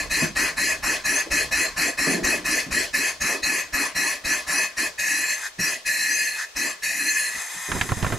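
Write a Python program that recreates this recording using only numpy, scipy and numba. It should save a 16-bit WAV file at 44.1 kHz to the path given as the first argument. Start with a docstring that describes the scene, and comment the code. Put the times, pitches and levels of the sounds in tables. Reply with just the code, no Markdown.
"""Small mower engine turned over on compressed air

A cluttered workshop, with a one-cylinder mower close to the two microphone ports of a camera.
Each valve opening lets out a puff of jet noise that rings the muffler, while the rising piston glides
the cylinder's resonances, mostly upward. Thumps, low shaking and dull knocks come from the machine.
The strokes slow down, the engine stalls and hisses past its valve, and a hand grips the camera.
"""
import sys
import numpy as np
from scipy import signal
from scipy.fft import rfft, irfft
from scipy.io import wavfile
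from scipy.ndimage import uniform_filter1d
from numba import njit

SR = 44100
rng = np.random.default_rng(int(sys.argv[2]) if len(sys.argv) > 2 else 0)


def materialize(psi):
    """Save the field psi as 16-bit PCM at rate SR to the path in sys.argv[1].

    A 1-D psi becomes a single channel; in a 2-D psi each row is a channel.
    """
    bounded = np.clip(np.atleast_2d(psi).T, -1, 1)
    quanta = np.round(bounded * 32767).astype(np.int16)
    wavfile.write(sys.argv[1], SR, quanta)


N = 360815
T = np.arange(N) / SR  # time [s]

# Valve openings, the two kinds of stroke in turn.
# Each row: start in seconds, open time in seconds, thump level in dB.
PUFFS = [(-0.146, 0.17, -58), (0.091, 0.16, -36), (0.346, 0.15, -30), (0.557, 0.17, -52),
         (0.818, 0.15, -34), (1.034, 0.17, -41), (1.297, 0.15, -27), (1.503, 0.16, -34), (1.757, 0.15, -32),
         (1.966, 0.18, -39), (2.224, 0.15, -26.5), (2.437, 0.17, -38), (2.701, 0.15, -28),
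         (2.923, 0.17, -43), (3.196, 0.16, -31), (3.416, 0.19, -33), (3.72, 0.15, -32), (3.941, 0.19, -41),
         (4.234, 0.16, -30), (4.46, 0.19, -40), (4.76, 0.12, -39), (4.974, 0.36, -48), (5.58, 0.17, -37),
         (5.844, 0.46, -47), (6.547, 0.17, -39), (6.814, 0.44, -48)]
# The two kinds of stroke. Each row: nominal sag of the flow as the valve nears its seat in dB,
# displaced air relative to the jet in dB (before its final gain), air lost in dB per halving of speed.
STROKES = [(7.5, -12, 5), (2.5, -14.5, 12.5)]
# Muffler resonances over the jet. Each row: centre in Hz, nominal width in Hz, relative level in dB.
MUFFLER = [(1740.3, 38, 4), (1887, 13.3, -3.5), (2103, 41, -9), (2535, 57, -1), (2470, 15, -4.5),
           (4182, 68, -9.5), (4890, 20, -15), (5620, 42, -12), (5930, 30, -12.5), (6277, 67, -15.5),
           (6570, 60, -12.5), (7426, 250, -14.5), (7880, 230, -19.5), (9700, 98, -19), (9750, 250, -29.5),
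           (10900, 210, -22.5), (11850, 175, -22), (12300, 250, -45)]
# Jet noise between the resonances. Each row: frequency in Hz, relative level in dB.
JET_COLOUR = [(1000, -38.5), (1550, -42), (1700, -5.5), (2050, -13.5), (2250, -13.5), (2700, -14.5),
              (3000, -26.5), (4100, -23), (7800, -29), (8600, -29.5), (9500, -26), (12500, -36.5),
              (14000, -42.5), (15700, -62)]
# Cylinder resonances in the jet. Each row: centre with piston down in Hz, centre with piston up in Hz,
# width in Hz before the filters widen it, relative level in dB.
CYLINDER = [(1872, 1993, 45, -2), (3930, 4350, 230, 5.5), (4555, 5100, 85, 6), (5370, 6310, 210, 6),
            (4960, 7700, 140, -7.5), (5800, 6800, 210, 0.5), (6596, 7200, 170, 3.5), (7000, 8200, 170, -3),
            (9050, 10400, 290, -1), (10360, 9900, 330, 3), (11500, 11000, 180, 2), (12350, 13000, 260, -1)]
# Quiet band in the puffs. 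One row: centre with piston down in Hz, centre with piston up in Hz,
# width in Hz, depth of each of two passes from 0 to 1.
QUIET_BAND = (3400, 3750, 900, .95)
# Low resonances of the displaced air. Each row: centre with piston down in Hz, centre with piston up
# in Hz, width in Hz before the filters widen it, relative level in dB.
WHOOP = [(140, 450, 133, -3), (158, 202, 51, -5.5), (342, 320, 170, -5.5), (563, 589, 41, -3.5),
         (570, 1083, 265, -5.5), (1046, 1770, 790, -5.5), (2950, 3500, 1200, -9)]
# Fixed low resonances of deck and tank. Each row: centre in Hz, nominal width in Hz, relative level in dB.
DECK = [(275, 70, 0), (641, 33, -3), (1140, 270, -4)]
# Air seeping past the seat. Each row: start in seconds, sealing time in seconds,
# starting level around 8-13 kHz in dB.
LEAKS = [(5.324, 5.47, -44), (6.304, 6.434, -44), (7.245, 8.3, -43)]
# Smooth colour of the leak. Each row: frequency in Hz, relative level in dB.
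LEAK_COLOUR = [(180, -66), (300, -32), (907, -1.5), (1590, -5), (2690, -15), (3810, -4.5), (4210, -13.5),
               (6460, -6), (12100, -18), (15500, -39)]
# Resonances of the leak. Each row: centre in Hz, nominal width in Hz, relative level in dB.
LEAK_PEAKS = [(1810, 140, 5.5), (2030, 170, 2.5), (2486, 100, 0), (5060, 120, -4), (6370, 250, 0.5),
              (7230, 150, -4), (7610, 180, -1), (9310, 290, -2.5), (10150, 310, -8), (11840, 350, -9.5)]
# Last gasps as the slow valve reaches its seat. Each row: start in seconds, level in dB, length in seconds.
GASPS = [(5.419, -30.5, .07), (6.365, -29, 0.099)]
# Dull bumps of frame, tank and feet. Each row: start in seconds, level in dB before the decay,
# centre in Hz, 60 dB decay time in seconds.
BUMPS = [(0.214, -21.5, 189, 0.3), (1.26, -35.5, 380, 0.22), (2.068, -23.5, 274, 1.1),
         (2.664, -32.5, 183, 0.27), (3.292, -30.5, 400, 0.47), (5.575, -38, 85, 0.34),
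         (5.588, -25.5, 149, 0.16), (7.347, -42, 200, 0.13), (7.35, -43, 60, 0.2), (7.54, -46, 140, 0.3)]
# Fingers on the camera body. Each row: start in seconds, relative tick level in dB, tick centre in Hz,
# relative thud level in dB.
TAPS = [(7.717, -13, 1190, -27), (7.785, -27, 1740, -33), (7.812, -10.5, 1630, -25), (7.89, -18, 1330, -34),
        (7.919, -14.5, 746, -17.5), (7.97, -33, 1720, -24.5), (8.027, -20.5, 1730, -22),
        (8.046, -16, 972, -22), (8.065, -18.5, 1190, -24), (8.102, -18, 604, -30), (8.122, -16.5, 976, -20)]
# Steady sound of the workshop. Each row: frequency in Hz, relative level in dB.
SHOP_COLOUR = [(30, -4), (100, -34), (400, 6.5), (2000, 6.5), (6000, 6), (15000, -13)]
# Left port minus right port for airborne sound. Each row: frequency in Hz, difference in dB.
PORTS = [(40, -3.5), (130, -2.5), (600, -1), (1500, 1.5), (4500, 1.4), (9000, 1.5), (15000, 4)]
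# Dip of the camera housing for airborne sound. Each row: frequency in Hz, gain in dB.
HOUSING = [(65, -0.5), (105, -9), (140, 0.5)]

JET_DB, JET_FALL_DB_S = -21.5, 0.1865  # the tank pressure drops slowly
BRISK_CYCLE_S, LAST_CYCLE_S = 0.51, 0.9  # time over two strokes
STALL_SHUT_DB = 34  # per open time: the stalled crank closes the last valve only slowly
SIZZLE_HZ, SIZZLE_DB, SIZZLE_RISE_DB_S = 13200, -9.5, 0.95  # the top of the jet grows as the strokes slow
# slow strokes clear the gap between the low rings
GAP_HZ, GAP_WIDTH_HZ, GAP_FROM_S, GAP_SHARE = 2250, 220, 4.4, 0.55
THIN_HZ, THIN_SHARE = 190, 0.52  # a risen piston leaves little room for the lowest resonances
SEEP_RISE_S, SEEP_DROOP_DB_S, SEAL_DB_S = 0.07, 1, 500
SHAKE_DB, SHAKE_FALL_DB_S = -44, 5  # shaking of the mower as it slows, before its wavering
ROCK_DB, ROCK_T60_S = -12, 0.55  # rocking after each valve opening, relative to the thump
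STILL_DB = -74.5  # low shaking left when the mower stands still
GRIP_S, GRIP_DB = 7.68, -36  # steady hold, before its wavering and the path to each port
GRIP_JOLT_DB, GRIP_T60_S = -6, 0.17  # jolt of the grip with each tap, relative to the thud column
ROOM_T60_S, ROOM_DB, ROOM_LOW_HZ = 0.072, -4.5, 40.6
SHOP_DB = -47.5  # before the ports
TOP_HZ = 15700


def undb(db):
    """Amplitude of a level in dB."""
    return 10 ** (np.asarray(db) / 20)


def unit(x):
    """Signal scaled to an RMS of 1."""
    return x / np.sqrt(np.mean(x ** 2))


def spectrum(points, hz):
    """dB of (Hz, dB) points, straight on a log-frequency axis."""
    f, db = np.transpose(points)
    return np.interp(np.log(hz + 1), np.log(f), db)


def noise(points, peaks=(), peaks_db=0.):
    """Noise coloured by a smooth spectrum plus resonance peaks."""
    hz = np.fft.rfftfreq(N, 1 / SR)
    power = undb(2 * spectrum(points, hz))
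    for centre, width, db in peaks:
        skirt = (1 + (2 * (hz - centre) / width) ** 2) ** 1.84
        power = power + undb(2 * (db + peaks_db)) / skirt
    white = rfft(rng.standard_normal(N))
    return irfft(white * np.sqrt(power), N)


@njit
def svf(x, hz, width):
    """State-variable band-pass with a moving centre, gain 1 at the centre."""
    y, b, l = np.empty(len(x)), 0., 0.
    for i in range(len(x)):
        g, k = np.tan(np.pi * hz[i] / SR), width / hz[i]
        v = (b + g * (x[i] - l)) / (1 + g * (g + k))
        b, l, y[i] = 2 * v - b, l + 2 * g * v, k * v
    return y


def band(x, hz, width):
    """Band-pass with a fixed centre."""
    return svf(x, np.full(len(x), 1. * hz), 1. * width)


def walk(rate):
    """Random levels held 1 / rate s and slewed twice; spread near 1."""
    k = int(SR / rate)
    steps = np.repeat(rng.standard_normal(N // k + 1), k)
    return 1.064 * uniform_filter1d(uniform_filter1d(steps, k), k)[:N]


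def add(out, s, sound):
    """Mix a short sound into out at s seconds."""
    i = int(s * SR)
    out[i:i + len(sound)] += sound[:N - i]


def jolts(events, t60, rise_s):
    """Gain that swells at each (s, dB) and dies away."""
    starts, db = np.array(events).T
    t = np.maximum(T[:, None] - starts, 0)
    return np.clip(t / rise_s, 0, 1) * 1000 ** (-t / t60) @ undb(db)


def gliding(source, modes, piston, patchy_db):
    """Steep resonances whose pitch follows the piston; each wavers and flares on its own."""
    out = 0
    for down_hz, up_hz, width, db in modes:
        hz = (down_hz + (up_hz - down_hz) * piston) * (1 + 0.026 * walk(14))
        flare = undb(db + patchy_db * walk(22.01))
        # two passes narrow the band, so each is set wider
        once = svf(source, hz, 2.28 * width)
        out = out + flare * svf(once, hz, 2.28 * width)
    return out


def valve(rise_s=0.023, shut_db=55, whoop_lag_s=0.098):
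    """Controls of all strokes: jet level, flow, displaced-air gain, piston height 0-1."""
    flow_db, air, piston = np.full(N, -90.), np.zeros(N), np.ones(N)
    jet_db = JET_DB - JET_FALL_DB_S * T
    times = np.array(PUFFS)[:, 0]
    cycles = np.r_[BRISK_CYCLE_S, times[2:] - times[:-2], LAST_CYCLE_S]
    for k, (s, open_s, _) in enumerate(PUFFS):
        sag_db, air_db, lost_db = STROKES[k % 2]
        air_db = air_db - lost_db * np.log2(cycles[k] / BRISK_CYCLE_S)
        if k == len(PUFFS) - 1:
            shut_db = STALL_SHUT_DB
        on = T >= s
        t = T[on] - s
        u = t / open_s
        # the cam lifts the valve, the flow sags as it nears its seat, and a slow crank pinches it off slowly
        lift = 35 * np.log10(np.clip(t / rise_s, 1e-4, 1))
        sag = sag_db * np.clip(u, 0, 1) ** 7.3
        pinch = shut_db * np.maximum(u - 1, 0)
        shape = lift - sag - pinch
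        flow_db[on] = np.maximum(shape, -90)
        lag = 1 - 0.42 * np.exp(-t / whoop_lag_s)
        air[on] = undb(jet_db[on] + air_db + 0.55 * shape) * lag
        piston[on] = np.sin(np.pi / 2 * np.clip(t / (0.97 * open_s), 0, 1)) ** 2.05
    return jet_db, flow_db, air, piston


def jet_noise(piston):
    """Turbulent jet ringing the muffler and the cylinder, at a steady mean level."""
    muffled = noise(JET_COLOUR, MUFFLER, peaks_db=-1.)
    cylinder = gliding(muffled, CYLINDER, piston, patchy_db=5.0)
    jet = unit(muffled + cylinder) * undb(1.09 * walk(30))
    jet = jet + undb(SIZZLE_DB + SIZZLE_RISE_DB_S * T) * band(jet, SIZZLE_HZ, 3800)
    gap = GAP_SHARE * np.clip(T - GAP_FROM_S, 0, 1)
    return jet - gap * band(jet, GAP_HZ, GAP_WIDTH_HZ)


def displaced_air(piston):
    """Air pushed out by the piston, sounding low resonances that move with its height."""
    push = noise([(60, -49), (150, -11), (1500, -2.0), (15000, -0.5)], DECK, peaks_db=0.5)
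    whoop = unit(gliding(push, WHOOP, piston, patchy_db=2.5))
    return whoop - THIN_SHARE * piston ** 3.0 * band(whoop, THIN_HZ, 300)


def engine():
    """Jet and displaced air under valve control, thinned in a quiet band around 3.4-3.75 kHz."""
    jet_db, flow_db, air, piston = valve()
    jet = jet_noise(piston)
    low = signal.sosfiltfilt(signal.butter(2, 3300, fs=SR, output="sos"), jet)
    # treble needs a fast jet, so it dies sooner than the low muffler rings
    out = undb(jet_db) * (low * undb(0.94 * flow_db) + (jet - low) * undb(1.11 * flow_db))
    out += air * displaced_air(piston) * undb(6.5)
    down_hz, up_hz, width, depth = QUIET_BAND
    quiet_hz = down_hz + (up_hz - down_hz) * piston
    # the 3-4 kHz band thins after each puff's onset and partly returns late in it
    thinning = np.clip(np.minimum(0.4 + piston / 0.09, 0.5 + (1 - piston) / 0.15), 0, 1)
    for _ in range(2):
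        out = out - depth * thinning * svf(out, quiet_hz, 1. * width)
    return out


def leak():
    """Thin hiss past the valve seat: it swells, droops, and stops when the valve seals."""
    hiss = noise(LEAK_COLOUR, LEAK_PEAKS, peaks_db=4.0)
    hiss /= np.std(band(hiss, hz=10220, width=4740))
    gain = 0
    for s, sealed, db in LEAKS:
        droop = SEEP_DROOP_DB_S * np.maximum(T - s, 0)
        seal = SEAL_DB_S * np.maximum(T - sealed, 0)
        gain = gain + np.clip((T - s) / SEEP_RISE_S, 0, 1) * undb(db - droop - seal)
    return hiss * undb(2.0 * walk(16)) * gain


def gasps():
    """Broad, breathy swells of air noise, without the quiet band of the puffs."""
    colour = [(800, -29), (1750, 20.5), (2500, -13), (4000, -1), (7000, -1), (10000, -32)]
    hiss = unit(noise(colour, LEAK_PEAKS[:3], peaks_db=1.0))
    gain = 0
    for s, db, length in GASPS:
        gain = gain + undb(db) * np.sin(np.pi * np.clip((T - s) / length, 0, 1)) ** 0.81
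    return hiss * gain


def thumps(delay_s=0.01):
    """A low pressure thump just after each valve opens, over the shaking of the mower."""
    out, t = np.zeros(N), T[:SR // 10]
    thump = np.sin(2 * np.pi * 48 * t) * np.sin(np.pi * np.clip(t / 0.027, 0, 1)) ** 2
    for s, _, db in PUFFS[1:]:  # the first valve opens before the start
        add(out, s + delay_s, undb(db) * thump)
    shake = unit(band(band(rng.standard_normal(N), 52, 99), 52, 99))
    rock = jolts([(s, db + ROCK_DB) for s, _, db in PUFFS], ROCK_T60_S, rise_s=0.013)
    gain = undb(STILL_DB) + undb(SHAKE_DB - SHAKE_FALL_DB_S * T) + rock
    return out + shake * gain * undb(2.2 * walk(12))


def bumps():
    """Bursts of noise ringing in a low, wide resonance."""
    out, t = np.zeros(N), T[:SR]
    for s, db, hz, t60 in BUMPS:
        ring = unit(band(band(rng.standard_normal(len(t)), hz, 0.92 * hz), hz, 0.92 * hz))
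        decay = np.clip(t / 0.004, 0, 1) * 1000 ** (-t / t60)
        add(out, s, undb(db) * ring * decay)
    return out


def hand():
    """Ticks and thuds conducted through the camera body, over the rumble of the grip."""
    out, t = np.zeros(N), T[:SR // 10]
    for s, db, hz, thud_db in TAPS:
        tick = unit(band(band(rng.standard_normal(len(t)), hz, 1.13 * hz), hz, 1.4 * hz))
        tick = tick * (1000 ** (-t / 0.019) + 0.51 * 1000 ** (-t / 0.084))  # a crack, then the case rings
        thud = np.sin(2 * np.pi * 110 * t) * np.clip(t / 0.0017, 0, 1) * 1000 ** (-t / 0.056)
        add(out, s, undb(db - 5.5) * tick + undb(thud_db + 7.0) * thud)
    colour = [(15, -16), (60, -11.5), (150, -6.0), (400, -17.5), (1500, -26.5), (8000, -51)]
    rumble = unit(noise(colour))
    hold = undb(GRIP_DB) * np.clip((T - GRIP_S) / 0.016, 0, 1)
    jolt = jolts([(s, db + GRIP_JOLT_DB) for s, *_, db in TAPS], GRIP_T60_S, rise_s=0.005)
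    return out + rumble * (hold + jolt) * undb(6.8 * walk(40))


def room(x):
    """Each port hears its own decaying scatter from walls and benches, with little deep bass."""
    t = T[:SR // 2]
    tails = rng.standard_normal((2, len(t))) * 1000 ** (-t / ROOM_T60_S) * (t > .002)
    tails = signal.sosfilt(signal.butter(1, ROOM_LOW_HZ, "high", fs=SR, output="sos"), tails)
    tails += 0.39 * np.diff(tails, prepend=0.)  # hard surfaces scatter the treble most
    tails /= np.sqrt(np.sum(tails ** 2, axis=1, keepdims=True))
    return undb(ROOM_DB) * signal.fftconvolve(x[None], tails, axes=1)[:, :N]


def workshop():
    """Steady background noise of the place, independent at each port."""
    return undb(SHOP_DB) * np.array([unit(noise(SHOP_COLOUR)), unit(noise(SHOP_COLOUR))])


def at_ports(airborne):
    """Airborne sound coloured by the housing and by the two unlike microphone ports."""
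    hz = np.fft.rfftfreq(N, 1 / SR)
    port_db = spectrum(HOUSING, hz) + np.outer([.5, -.5], spectrum(PORTS, hz))
    return irfft(rfft(airborne, axis=1) * undb(port_db), N, axis=1)


def scene():
    """Mower, room and workshop through the air, and the hand through the case."""
    mower = engine() + leak() + gasps() + bumps() + thumps()
    heard = at_ports(mower + room(mower) + workshop())
    grip = hand()
    direct = grip * undb([[-3.0], [1.2]])
    # the grip also comes a moment late through the case, mostly to the left port
    late = np.roll(grip, 130) * undb([[-7], [-30]])
    return heard + direct + late


def record(dry):
    """The camera cuts the top with a steep low-pass."""
    return signal.sosfilt(signal.ellip(12, .2, 60, TOP_HZ, fs=SR, output="sos"), dry)


dry = scene()
out = record(dry)
materialize(out)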